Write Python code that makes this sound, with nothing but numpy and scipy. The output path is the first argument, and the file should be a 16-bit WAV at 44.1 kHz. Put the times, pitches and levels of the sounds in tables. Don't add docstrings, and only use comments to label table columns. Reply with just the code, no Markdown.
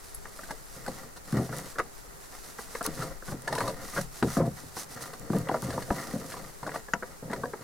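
import sys
import numpy as np
from scipy import signal
from scipy.fft import rfft, irfft, next_fast_len
from scipy.io import wavfile
from scipy.ndimage import uniform_filter1d

SR = 44100
rng = np.random.default_rng(int(sys.argv[2]) if len(sys.argv) > 2 else 0)


def wav_out(sig):
    wavfile.write(sys.argv[1], SR, np.round(np.clip(np.atleast_2d(sig).T, -1, 1) * 32767).astype(np.int16))


N = 336689

# f/Hz, level/dB, t60/s
BOARD_MODES = [(60, -16, .15), (80.6, 7, 0.35), (129.8, -2, 0.5), (163, 1.5, 0.26), (183, 2.5, 0.03),
               (195.5, 2.5, 0.14), (233.4, -3.5, 0.26), (271.5, 3, 0.076), (320, -13, 0.033),
               (330, -14.5, 0.12), (387.7, -3.5, 0.19), (462.8, -1.5, 0.19), (524, 6, 0.084),
               (575.5, -3.5, 0.13), (674.7, 8, 0.095), (741, -0.5, 0.19), (840, -19.5, 0.15)]
POLE_MODES = [(834, 9.5, 0.017), (906, -13, 0.074), (974, 1, 0.11), (1116, 5, 0.027), (1180, 0.5, 0.084),
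              (1221, -0.5, 0.044), (1392, 5.5, 0.024), (1536, 3, 0.038), (1666, -2.5, 0.1),
              (1777, 6, 0.018), (1760, -22, 0.015), (1977, -5, 0.017), (2370, -27, .018), (2700, 1, 0.025)]
# f/Hz, level/dB
THUD_SPECTRUM = [(30, -78), (65, -8.5), (120, 6.5), (750, -5), (1400, -8.5), (2500, -29.5)]
CLACK_SPECTRUM = [(150, -11.5), (600, 9), (1950, 1), (2400, -7.5), (3500, -6), (8000, -11)]
JOLT_SPECTRUM = [(60, -19), (140, -1), (300, 3), (750, -4.5), (1400, -2.5), (2500, -24)]


def cord_speed():
    # t/s at full speed, length/s, level/dB
    pulls = [(0.093, 0.19, -56.5), (0.45, 0.38, -54), (0.753, 0.21, -54), (0.97, 0.2, -52.5),
             (1.316, 0.13, -52), (1.439, 0.13, -49), (1.574, 0.14, -47), (1.687, 0.18, -51),
             (1.98, 0.1, -55.5), (2.234, 0.071, -53), (2.367, 0.14, -53.5), (2.474, 0.13, -49.5),
             (2.618, 0.11, -49), (2.754, 0.16, -48.5), (2.855, 0.043, -40), (3.02, 0.21, -48),
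             (3.301, 0.097, -47), (3.63, 0.25, -48.5), (3.873, 0.12, -48), (3.987, 0.14, -43.5),
             (4.178, 0.1, -48), (4.294, 0.12, -48), (4.353, 0.12, -43.5), (4.468, 0.02, -51),
             (4.587, 0.052, -50), (4.802, 0.1, -42.5), (4.933, 0.062, -48.5), (5.027, 0.041, -45),
             (5.07, .05, -49.5), (5.362, 0.13, -51), (5.64, 0.048, -47.5), (5.747, 0.3, -51.5),
             (5.947, 0.13, -52.5), (6.077, 0.41, -48.5), (6.311, 0.13, -48.5), (6.44, 0.35, -55.5),
             (6.765, 0.06, -48.5), (7.336, .08, -58)]
    rise, fall, abruptness = .54, .42, 2.7
    t = np.arange(N) / SR
    power = undb(-57.5 + 1.5 * wander(rate=8.4)) ** 2
    for s, length, db in pulls:
        distance = np.abs(t - s) / (length * np.where(t < s, rise, fall))
        power += undb(db) ** 2 * np.exp(-2 * np.minimum(distance ** abruptness, 20))
    return np.sqrt(power)


def cord(speed):
    # f/Hz, level/dB
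    hiss_spectrum = [(1500, 4.5), (2300, 0), (3200, -1.5), (4200, 3.5), (6200, 3), (7600, 2.5), (9600, 3),
                     (12000, -1), (14500, -3), (16000, -14)]
    whistle_spectrum = [(3500, -34), (4900, -14), (6100, -3), (7300, -17), (9800, -6.5), (12000, -21)]
    hiss = noise_pair(hiss_spectrum)
    whistle = noise_pair(whistle_spectrum) * speed / speed.max()
    fibres = unit(colour(grains(rate=300), hiss_spectrum))
    mid, side = hiss + undb(-1) * whistle
    rasp = undb(2 * wander(rate=900) - .3)
    flutter = undb(1.16 * wander(rate=100) + .51)
    return speed * flutter * rasp * widen(mid + undb(-9) * fibres, side, side_db=-7)


def slips():
    # t/s, length/s, pole level/dB, pole f/Hz, bark tick level/dB
    bites = [(0.254, 0.003, -41, 1650, -75), (0.391, 0.0028, -42, 1270, -63),
             (0.433, 0.0083, -44.5, 1500, -56), (0.488, 0.017, -43.5, 1410, -60),
             (0.506, 0.01, -35, 1320, -46.5), (0.863, 0.0017, -40.5, 1580, -48.5),
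             (0.879, 0.0042, -37, 1260, -47), (1.162, 0.016, -46, 1350, -49.5),
             (1.527, 0.015, -36.5, 1270, -60), (1.756, 0.014, -43, 1240, -68),
             (1.7855, 0.00036, -31, 1450, -46), (1.7926, 0.0004, -30.5, 1510, -45.5),
             (1.7993, 0.00044, -37, 1550, -52), (1.803, 0.00034, -32.5, 1300, -62),
             (2.587, 0.0095, -36.5, 1380, -62), (2.751, 0.0029, -33.5, 1490, -51),
             (2.809, 0.0097, -31, 1300, -53), (2.849, 0.022, -31.5, 1340, -43),
             (3.011, 0.025, -32.5, 1300, -45), (3.224, 0.0011, -44, 1370, -73),
             (3.475, 0.0061, -33, 1440, -41.5), (3.524, 0.0063, -33, 1000, -40.5),
             (3.55, 0.0052, -40, 1500, -39.5), (3.582, 0.0049, -34, 990, -40),
             (3.6051, 0.0027, -29, 1560, -43.5), (3.612, 0.0034, -36, 1240, -55),
             (3.675, 0.0091, -32, 1380, -39.5), (3.69, 0.014, -34.5, 1050, -47),
             (3.96, 0.02, -30.5, 1390, -60), (3.974, 0.016, -29, 1430, -54),
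             (4.226, 0.0031, -31.5, 1830, -43.5), (4.767, 0.011, -37, 1390, -61),
             (5.132, 0.0062, -41.5, 1340, -49.5), (5.47, .008, -40, 1250, -62),
             (5.4872, 0.00076, -36, 1950, -54), (5.49, .001, -37, 1300, -62),
             (5.494, 0.00087, -32.5, 710, -66), (5.514, 0.001, -30.5, 960, -59),
             (5.543, 0.00048, -28, 950, -62), (5.555, 0.006, -40, 1000, -65), (5.566, .006, -41, 1270, -64),
             (5.704, 0.0051, -40.5, 1240, -46.5), (5.723, 0.019, -38.5, 1240, -48),
             (5.778, 0.002, -32.5, 980, -57), (5.822, 0.0046, -42, 1430, -47.5),
             (5.996, 0.0045, -42.5, 1490, -50), (6.319, 0.011, -41, 1930, -47),
             (6.34, 0.0013, -40, 1450, -61), (6.365, .012, -42, 1300, -53),
             (6.629, 0.0053, -38.5, 1180, -55), (6.665, 0.0062, -37.5, 1200, -50.5),
             (6.675, 0.0048, -34.5, 1130, -55), (6.693, 0.0011, -38.5, 1370, -63),
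             (6.718, .001, -43, 1400, -62), (6.74, 0.014, -35, 1360, -52), (6.758, .004, -33, 1390, -52),
             (6.884, 0.0042, -42.5, 1320, -66), (7.025, 0.0093, -33, 1250, -63),
             (7.314, 0.0011, -46, 1610, -54), (7.331, 0.005, -31, 1390, -47.5),
             (7.4344, 0.0044, -29, 1090, -60), (7.456, .002, -41, 1300, -58),
             (7.535, 0.0065, -35.5, 1110, -80)]
    out = np.zeros(N)
    for s, length, poles_db, poles_hz, tick_db in bites:
        boards_db = poles_db - 1.5 - 10 * np.log2(poles_hz / 1315)
        force = stick_slip(length, rate=2500, catch=.7)
        clack = ring(POLE_MODES, poles_hz, octaves=.55, detune=.01)
        clack = dry_wood(clack, poles_hz, octaves=.49, t60=.027, db=2)
        thud = ring(BOARD_MODES, 495, octaves=.7, detune=.04)
        thud = dry_wood(thud, 529, octaves=.56, t60=.046, db=-1)
        add(out, s, strike(clack, force, CLACK_SPECTRUM, poles_db))
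        add(out, s, strike(thud, force, JOLT_SPECTRUM, boards_db))
        add(out, s, burst(tick(length, decay=.0012, centre_hz=5350), tick_db))
    return out


def knocks():
    # t/s, chatter/s, board level/dB, board f/Hz, pole level/dB
    landings = [(0.885, .004, -34, 400, -57), (1.327, .001, -22, 150, -40.5), (1.341, .001, -23, 150, -47),
                (1.369, 0.0037, -20, 228, -37), (1.383, .003, -26, 450, -40),
                (1.391, 0.0052, -26, 380, -50), (1.415, 0.0028, -36, 330, -46),
                (1.492, 0.0034, -31.5, 229, -41), (2.874, 0.0041, -31, 214, -44),
                (2.887, 0.0033, -37, 190, -51), (2.991, 0.0041, -29.5, 268, -44),
                (3.281, 0.0099, -34, 442, -38.5), (3.319, 0.0095, -30.5, 394, -41.5),
                (3.341, 0.0078, -33.5, 236, -58), (3.961, 0.0042, -36, 261, -57),
                (3.982, 0.011, -27.5, 250, -53), (4.226, 0.0031, -19, 350, -27),
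                (4.229, 0.0028, -20.5, 332, -40), (4.243, 0.0041, -25.5, 290, -59),
                (4.268, 0.0044, -30.5, 250, -51), (4.369, .003, -20.5, 380, -29),
                (4.387, 0.0024, -22, 233, -38), (4.398, 0.007, -23.5, 610, -44),
                (4.411, .002, -28, 400, -36), (4.419, 0.0016, -25.5, 305, -40),
                (4.451, 0.011, -27.5, 300, -46), (4.477, 0.00085, -26.5, 219, -63),
                (4.511, .003, -34.5, 128, -62), (4.635, 0.0068, -40, 153.5, -61),
                (5.3013, .002, -21, 204, -41), (5.332, 0.004, -26.5, 243, -33.5),
                (5.344, 0.011, -21, 288, -42), (5.362, 0.0085, -22.5, 235, -38),
                (5.626, 0.004, -25.5, 260, -37), (5.686, 0.0061, -30.5, 197, -57),
                (5.885, 0.0084, -38, 330, -61), (5.905, 0.0064, -24.5, 515, -27),
                (5.911, 0.004, -27.5, 333, -46), (6.137, 0.0047, -27, 324, -50),
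                (6.153, .009, -29, 324, -48), (7.226, 0.012, -34.5, 323, -49),
                (7.299, .009, -31.5, 278, -40), (7.376, .009, -35, 314, -54)]
    out = np.zeros(N)
    for s, chatter, boards_db, boards_hz, poles_db in landings:
        force = stick_slip(chatter, rate=1200, catch=.6)
        thud = ring(BOARD_MODES, boards_hz, octaves=1.1, detune=.02)
        clack = ring(POLE_MODES, 1050, octaves=.7, detune=.02)
        thud = dry_wood(thud, boards_hz, octaves=1, t60=.11, db=-2)
        clack = dry_wood(clack, 1170, octaves=.66, t60=.034, db=-2)
        add(out, s, strike(thud, force, THUD_SPECTRUM, boards_db))
        add(out, s, strike(clack, force, CLACK_SPECTRUM, poles_db))
        add(out, s, burst(tick(.0038, decay=.0077, centre_hz=5340), boards_db - 38.5))
    return out


def squeaks():
    # t/s, length/s, f/Hz, level/dB, t60/s
    locked_slips = [(0.884, 0.0043, 524, -32.5, .09), (1.784, 0.0032, 1300, -30, 0.071),
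                    (1.7986, 0.0033, 1250, -26.5, 0.036), (3.477, 0.0044, 1746, -31.5, 0.041),
                    (3.485, 0.01, 940, -33.5, 0.066), (3.526, 0.004, 1800, -35, 0.029),
                    (3.535, 0.008, 960, -35, .05), (3.555, 0.012, 983, -30.5, 0.055),
                    (3.58, 0.0038, 1770, -33, 0.037), (3.586, 0.012, 970, -36, 0.073),
                    (3.61, 0.01, 986, -30, 0.07), (3.638, 0.052, 1004, -32.5, 0.041),
                    (3.64, .03, 520, -36, 0.051), (3.974, 0.0062, 1520, -34, .04),
                    (3.976, 0.009, 553, -31, 0.046), (4.225, 0.0013, 131, -27, .3),
                    (4.37, .015, 165, -23, 0.095), (4.396, 0.0091, 518, -21, 0.094),
                    (4.433, 0.04, 690, -32, 0.069), (5.906, 0.003, 690, -27, 0.077),
                    (5.907, 0.0049, 199.6, -22.5, 0.1)]
    out, t = np.zeros(N), np.arange(SR // 3) / SR
    for s, length, hz, db, t60 in locked_slips:
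        force = stick_slip(length, rate=2200, catch=1)
        add(out, s, burst(signal.fftconvolve(ping(t, hz, t60), force), db))
    return out


def crack(s, gap_s, wood_db):
    # f/Hz, level/dB, t60/s
    contacts = [(1450, -31.5, 0.018), (1100, -32, 0.018)]
    # f/Hz, level/dB
    crack_spectrum = [(300, -29), (900, -5), (1350, 4), (1850, 6.5), (2300, -10), (2800, -3), (3300, -21),
                      (4800, -22), (5500, -8), (6600, -11), (7500, -28), (15000, -36)]
    out, t = np.zeros(N), np.arange(4096) / SR
    for start, (hz, db, t60) in zip((s, s + gap_s), contacts):
        splinters = rng.standard_normal(len(t)) * np.exp(-t / .0011)
        add(out, start, burst(ping(t, hz, t60), db))
        add(out, start, burst(colour(splinters, crack_spectrum), db + 3.5))
    force = stick_slip(.005, rate=2500, catch=.7)
    clack = ring(POLE_MODES, 1200, octaves=.62, detune=.012)
    clack = dry_wood(clack, 1180, octaves=.64, t60=.066, db=5)
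    thud = ring(BOARD_MODES, 400, octaves=.86, detune=.023)
    add(out, s + gap_s, strike(clack, force, CLACK_SPECTRUM, wood_db))
    add(out, s + gap_s, strike(thud, force, JOLT_SPECTRUM, wood_db))
    return out


def shifting():
    # t/s, length/s, board level/dB, pole level/dB
    shifts = [(0.742, 0.3, -49.5, -52.5), (0.965, 0.041, -65, -47.5), (1.269, .06, -50, -50),
              (1.337, 0.11, -32, -43), (1.489, 0.18, -41.5, -45), (2.305, 0.049, -55, -48),
              (2.873, 0.066, -43, -45.5), (2.95, 0.08, -40, -42.5), (3.01, 0.1, -38.5, -44),
              (3.336, 0.19, -65, -66), (3.429, 0.034, -43, -50), (3.491, 0.19, -36, -47),
              (3.61, 0.12, -35.5, -45), (3.757, 0.13, -44, -47.5), (3.924, 0.06, -41, -40.5),
              (4.267, 0.094, -48, -42), (4.38, 0.093, -32, -54), (4.565, 0.023, -62, -45),
              (4.947, 0.16, -44.5, -46.5), (5.194, 0.96, -46, -56), (5.358, 0.15, -44, -51),
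              (5.506, 0.066, -33, -41), (5.63, 0.2, -37.5, -45.5), (5.872, 0.02, -39, -62),
              (5.94, 0.18, -41.5, -41), (6.186, 0.13, -42, -52), (6.33, 0.16, -44, -50.5),
              (6.626, 0.16, -43.5, -47), (7.244, 0.26, -42.5, -61), (7.298, 0.076, -54, -48),
              (7.596, 0.036, -45, -53)]
    attack_s, release_s, sag_db = .017, .037, -5
    grip_db = np.array([[-61], [-63]]) + 6 * wander(rate=11)
    boards, poles = undb(grip_db) ** 2
    for s, length, boards_db, poles_db in shifts:
        t = np.arange(int((length + release_s) * SR)) / SR
        gate = np.clip(np.minimum(t / attack_s, 1 - (t - length) / release_s), 0, 1)
        speed = gate * undb(sag_db * t / length)
        add(boards, s, (speed * undb(boards_db)) ** 2)
        add(poles, s, (speed * undb(poles_db)) ** 2)
    return np.sqrt(boards), np.sqrt(poles)


def rubbing(speed):
    # f/Hz, level/dB
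    grit_spectrum = [(1200, -18), (2400, -12), (3200, -11.5), (4400, -2.5), (6000, -3.5), (10000, -12.5)]
    board_friction, pole_friction = shifting()
    pole_catches = grains(rate=1800, spread_db=.5) * undb(3.2 * wander(rate=150))
    clack = ring(POLE_MODES, 1900, octaves=.84, detune=.0097)
    clack = dry_wood(clack, 1276, octaves=.67, t60=.02, db=0)
    board_catches = grains(rate=900)
    thud = ring(BOARD_MODES, 340, octaves=.76, detune=.00086)
    thud = dry_wood(thud, 420, octaves=.86, t60=.067, db=-3.5)
    poles = unit(colour(signal.fftconvolve(pole_catches, clack)[:N], CLACK_SPECTRUM))
    boards = unit(colour(signal.fftconvolve(board_catches, thud)[:N], THUD_SPECTRUM))
    grit = undb(-10) * unit(colour(pole_catches, grit_spectrum))
    scrape = np.hypot(pole_friction, undb(-9) * speed)
    return (poles + grit) * scrape + boards * board_friction


def flicks():
    # t/s, level/dB, f/Hz, left minus right/dB
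    snags = [(1.3237, -45, 8000, 2), (1.566, -47, 9100, 2), (1.5845, -41, 9200, 4), (2.8282, -45, 9500, 14),
             (2.8638, -30, 9600, 3), (3.4204, -48.5, 12000, -1.5), (5.196, -49, 11000, -2),
             (5.3606, -50, 10000, 1), (5.385, -43.5, 10000, 1), (5.6211, -44.5, 10500, 14)]
    out = np.zeros((2, N))
    for s, db, centre_hz, pan_db in snags:
        mid, side = (tick(.001, decay=.0007, centre_hz=centre_hz) for _ in range(2))
        left, right = widen(mid, side, side_db=-9)
        add(out[0], s, burst(left, db + pan_db / 2))
        add(out[1], s, burst(right, db - pan_db / 2))
    return out


def watch_strap():
    # t/s, relative level/dB
    clinks = [(0.1453, -44), (0.148, -40), (.154, -51)]
    out = np.zeros(N)
    tone = ping(np.arange(2048) / SR, hz=11130, t60=.009)
    for s, db in clinks:
        add(out, s, burst(tone, db - 3))
        add(out, s, burst(tick(.0015, decay=.0011, centre_hz=15000), db - 8))
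    return out


def stick_slip(length, rate, catch, size=2048):
    t = np.arange(size) / SR
    fade = np.sqrt(np.clip(1 - t / (1.3 * length + 1 / SR), 0, 1))
    force = catch * (rng.random(size) < rate / SR) * rng.uniform(-1.07, 1, size) * fade
    force[0] = 1 / (1 + length * rate / 20)
    return force


def ring(modes, centre_hz, octaves, detune, size=16384):
    hz, db, t60 = np.transpose(modes)
    t = np.arange(size) / SR
    weight, phase, tuning = rng.standard_normal((3, len(hz)))
    gain = undb(db) * np.exp(-.5 * (np.log2(hz / centre_hz) / octaves) ** 2)
    contact = undb(2.5 * weight) * np.exp(.8j * phase)
    exponents = 2j * np.pi * hz * (1 + detune * tuning) - np.log(1000) / t60
    return ((gain * contact) @ np.exp(np.outer(exponents, t))).imag


def dry_wood(wood, centre_hz, octaves, t60, db, size=4096):
    t, steps = np.arange(size) / SR, np.arange(-6, 7) / 2
    band_db = np.maximum(-10 / np.log(10) * (steps / octaves) ** 2, -60)
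    band = np.transpose([centre_hz * 2 ** steps, band_db])
    crowd = rng.standard_normal(size) * die_away(t, t60)
    crowd[0] = .5 * np.sqrt(np.sum(crowd ** 2))
    return burst(wood, 0) + np.pad(burst(colour(crowd, band), db), (0, len(wood) - size))


def strike(wood, force, spectrum, db):
    return burst(colour(signal.fftconvolve(wood, force), spectrum), db)


def tick(length, decay, centre_hz, size=4096):
    # f/Hz, level/dB
    tick_spectrum = [(1500, -32), (2700, 12), (3300, 5.5), (4200, 9.5), (6200, 3.5), (7600, 5),
                     (10000, 7.5), (12500, -3), (16000, 1.5)]
    t = np.arange(size) / SR
    crackle = rng.standard_normal(size) * undb(2.5 * rng.standard_normal(size))
    build = 1 - np.exp(-t / (length / 2 + 1 / SR))
    fade = np.exp(-t / (length + decay) - np.maximum(t - length, 0) / decay)
    focused = [(hz, db - 4 * np.log2(hz / centre_hz) ** 2) for hz, db in tick_spectrum]
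    return colour(crackle * build * fade, focused)


def outdoors(x, pan_db, scatter_db, t60, size=12000):
    t = np.arange(size) / SR
    echoes = rng.standard_normal((2, size)) * die_away(t, t60) * (t > .001)
    echoes /= np.sqrt(np.sum(echoes ** 2, axis=1, keepdims=True))
    bright = colour(x, [(150, .74), (500, 3.6), (1500, 10), (4000, 23.5), (9000, 22.4)])
    scattered = signal.fftconvolve(bright[None], echoes, axes=1)[:, :N]
    return pan(x, pan_db) + undb(scatter_db) * scattered


def forest():
    # f/Hz, level/dB
    air_spectrum = [(35, -42), (60, 1.5), (98, -4), (124, -4.5), (207, -8), (363, -9), (398, -0.5),
                    (469, -8), (607, -8), (682, -7.5), (1740, -13), (3340, -26.5), (7400, -17.5),
                    (14900, -22.5), (16000, -26)]
    mid, side = noise_pair([(20, -24), *air_spectrum])
    return undb(-55 + .5 * wander(rate=2.63)) * widen(mid, side, side_db=4)


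def wind(left_db, right_db):
    # t/s, level/dB
    breeze = [(0.0, -48.5), (0.83, -53.5), (1.24, -55), (1.5, -53.5), (2.6, -55.5), (2.92, -49),
              (3.65, -50.5), (4.06, -48.5), (5.0, -61), (5.36, -49), (6.65, -56), (7.62, -57.5)]
    # f/Hz, level/dB
    eddy_spectrum = [(10, 8), (28, 8), (50, 3.5), (80, -16), (160, -19), (400, -52)]
    eddies = noise_pair(eddy_spectrum)
    strength = undb(np.interp(np.arange(N) / SR, *np.transpose(breeze)))
    gusts = undb(2.5 * wander(rate=11))
    return eddies * strength * gusts * undb([[left_db], [right_db]])


def undb(db):
    return 10 ** (np.asarray(db) / 20)


def unit(x):
    return x / np.sqrt(np.mean(x ** 2))


def burst(x, db):
    return x * undb(db) / np.sqrt(np.sum(x ** 2) / (SR / 100))


def add(track, s, x):
    start = max(int(s * SR), 0)
    track[start:start + len(x)] += x[:max(N - start, 0)]


def die_away(t, t60):
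    return np.exp(-np.log(1000) * t / t60)


def ping(t, hz, t60):
    return np.sin(2 * np.pi * hz * t) * die_away(t, t60)


def colour(x, points):
    hz, db = np.transpose(points)
    size = 2 * next_fast_len(x.shape[-1] // 2 + 2048)
    bins = np.maximum(np.fft.rfftfreq(size, 1 / SR), 1)
    cepstrum = irfft(np.log(undb(np.interp(np.log(bins), np.log(hz), db))))
    cepstrum[1:size // 2] *= 2
    cepstrum[size // 2 + 1:] = 0
    return irfft(rfft(x, size) * np.exp(rfft(cepstrum)))[..., :x.shape[-1]]


def noise_pair(spectrum):
    return unit(colour(rng.standard_normal((2, N)), spectrum))


def wander(rate):
    hold = max(int(SR / rate), 1)
    steps = np.repeat(rng.standard_normal(N)[:N // hold + 1], hold)
    return uniform_filter1d(steps, hold)[:N]


def grains(rate, spread_db=0):
    clicks = (rng.random(N) < rate / SR) * rng.standard_normal(N)
    return clicks * undb(spread_db * np.minimum(rng.exponential(size=N), 4))


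def widen(mid, side, side_db):
    return mid + undb(side_db) * side * np.array([[1], [-1]])


def pan(x, db):
    return x * undb(np.array([[db], [-db]]) / 2)


def scene():
    speed = cord_speed()
    wood = knocks() + slips() + squeaks() + rubbing(speed)
    strap = watch_strap()
    snap = crack(s=6.9354, gap_s=.0022, wood_db=-29.5)
    air = forest() + wind(left_db=4.5, right_db=-3)
    braid = pan(cord(speed) + flicks(), db=-1.5)
    handling = outdoors(wood + strap, pan_db=1.3, scatter_db=-23, t60=.091)
    seating = outdoors(snap, pan_db=4, scatter_db=-25, t60=.036)
    return braid + handling + seating + air


def record(dry):
    return signal.sosfilt(signal.ellip(10, .2, 80, 15900, fs=SR, output="sos"), dry)


dry = scene()
out = record(dry)
wav_out(out)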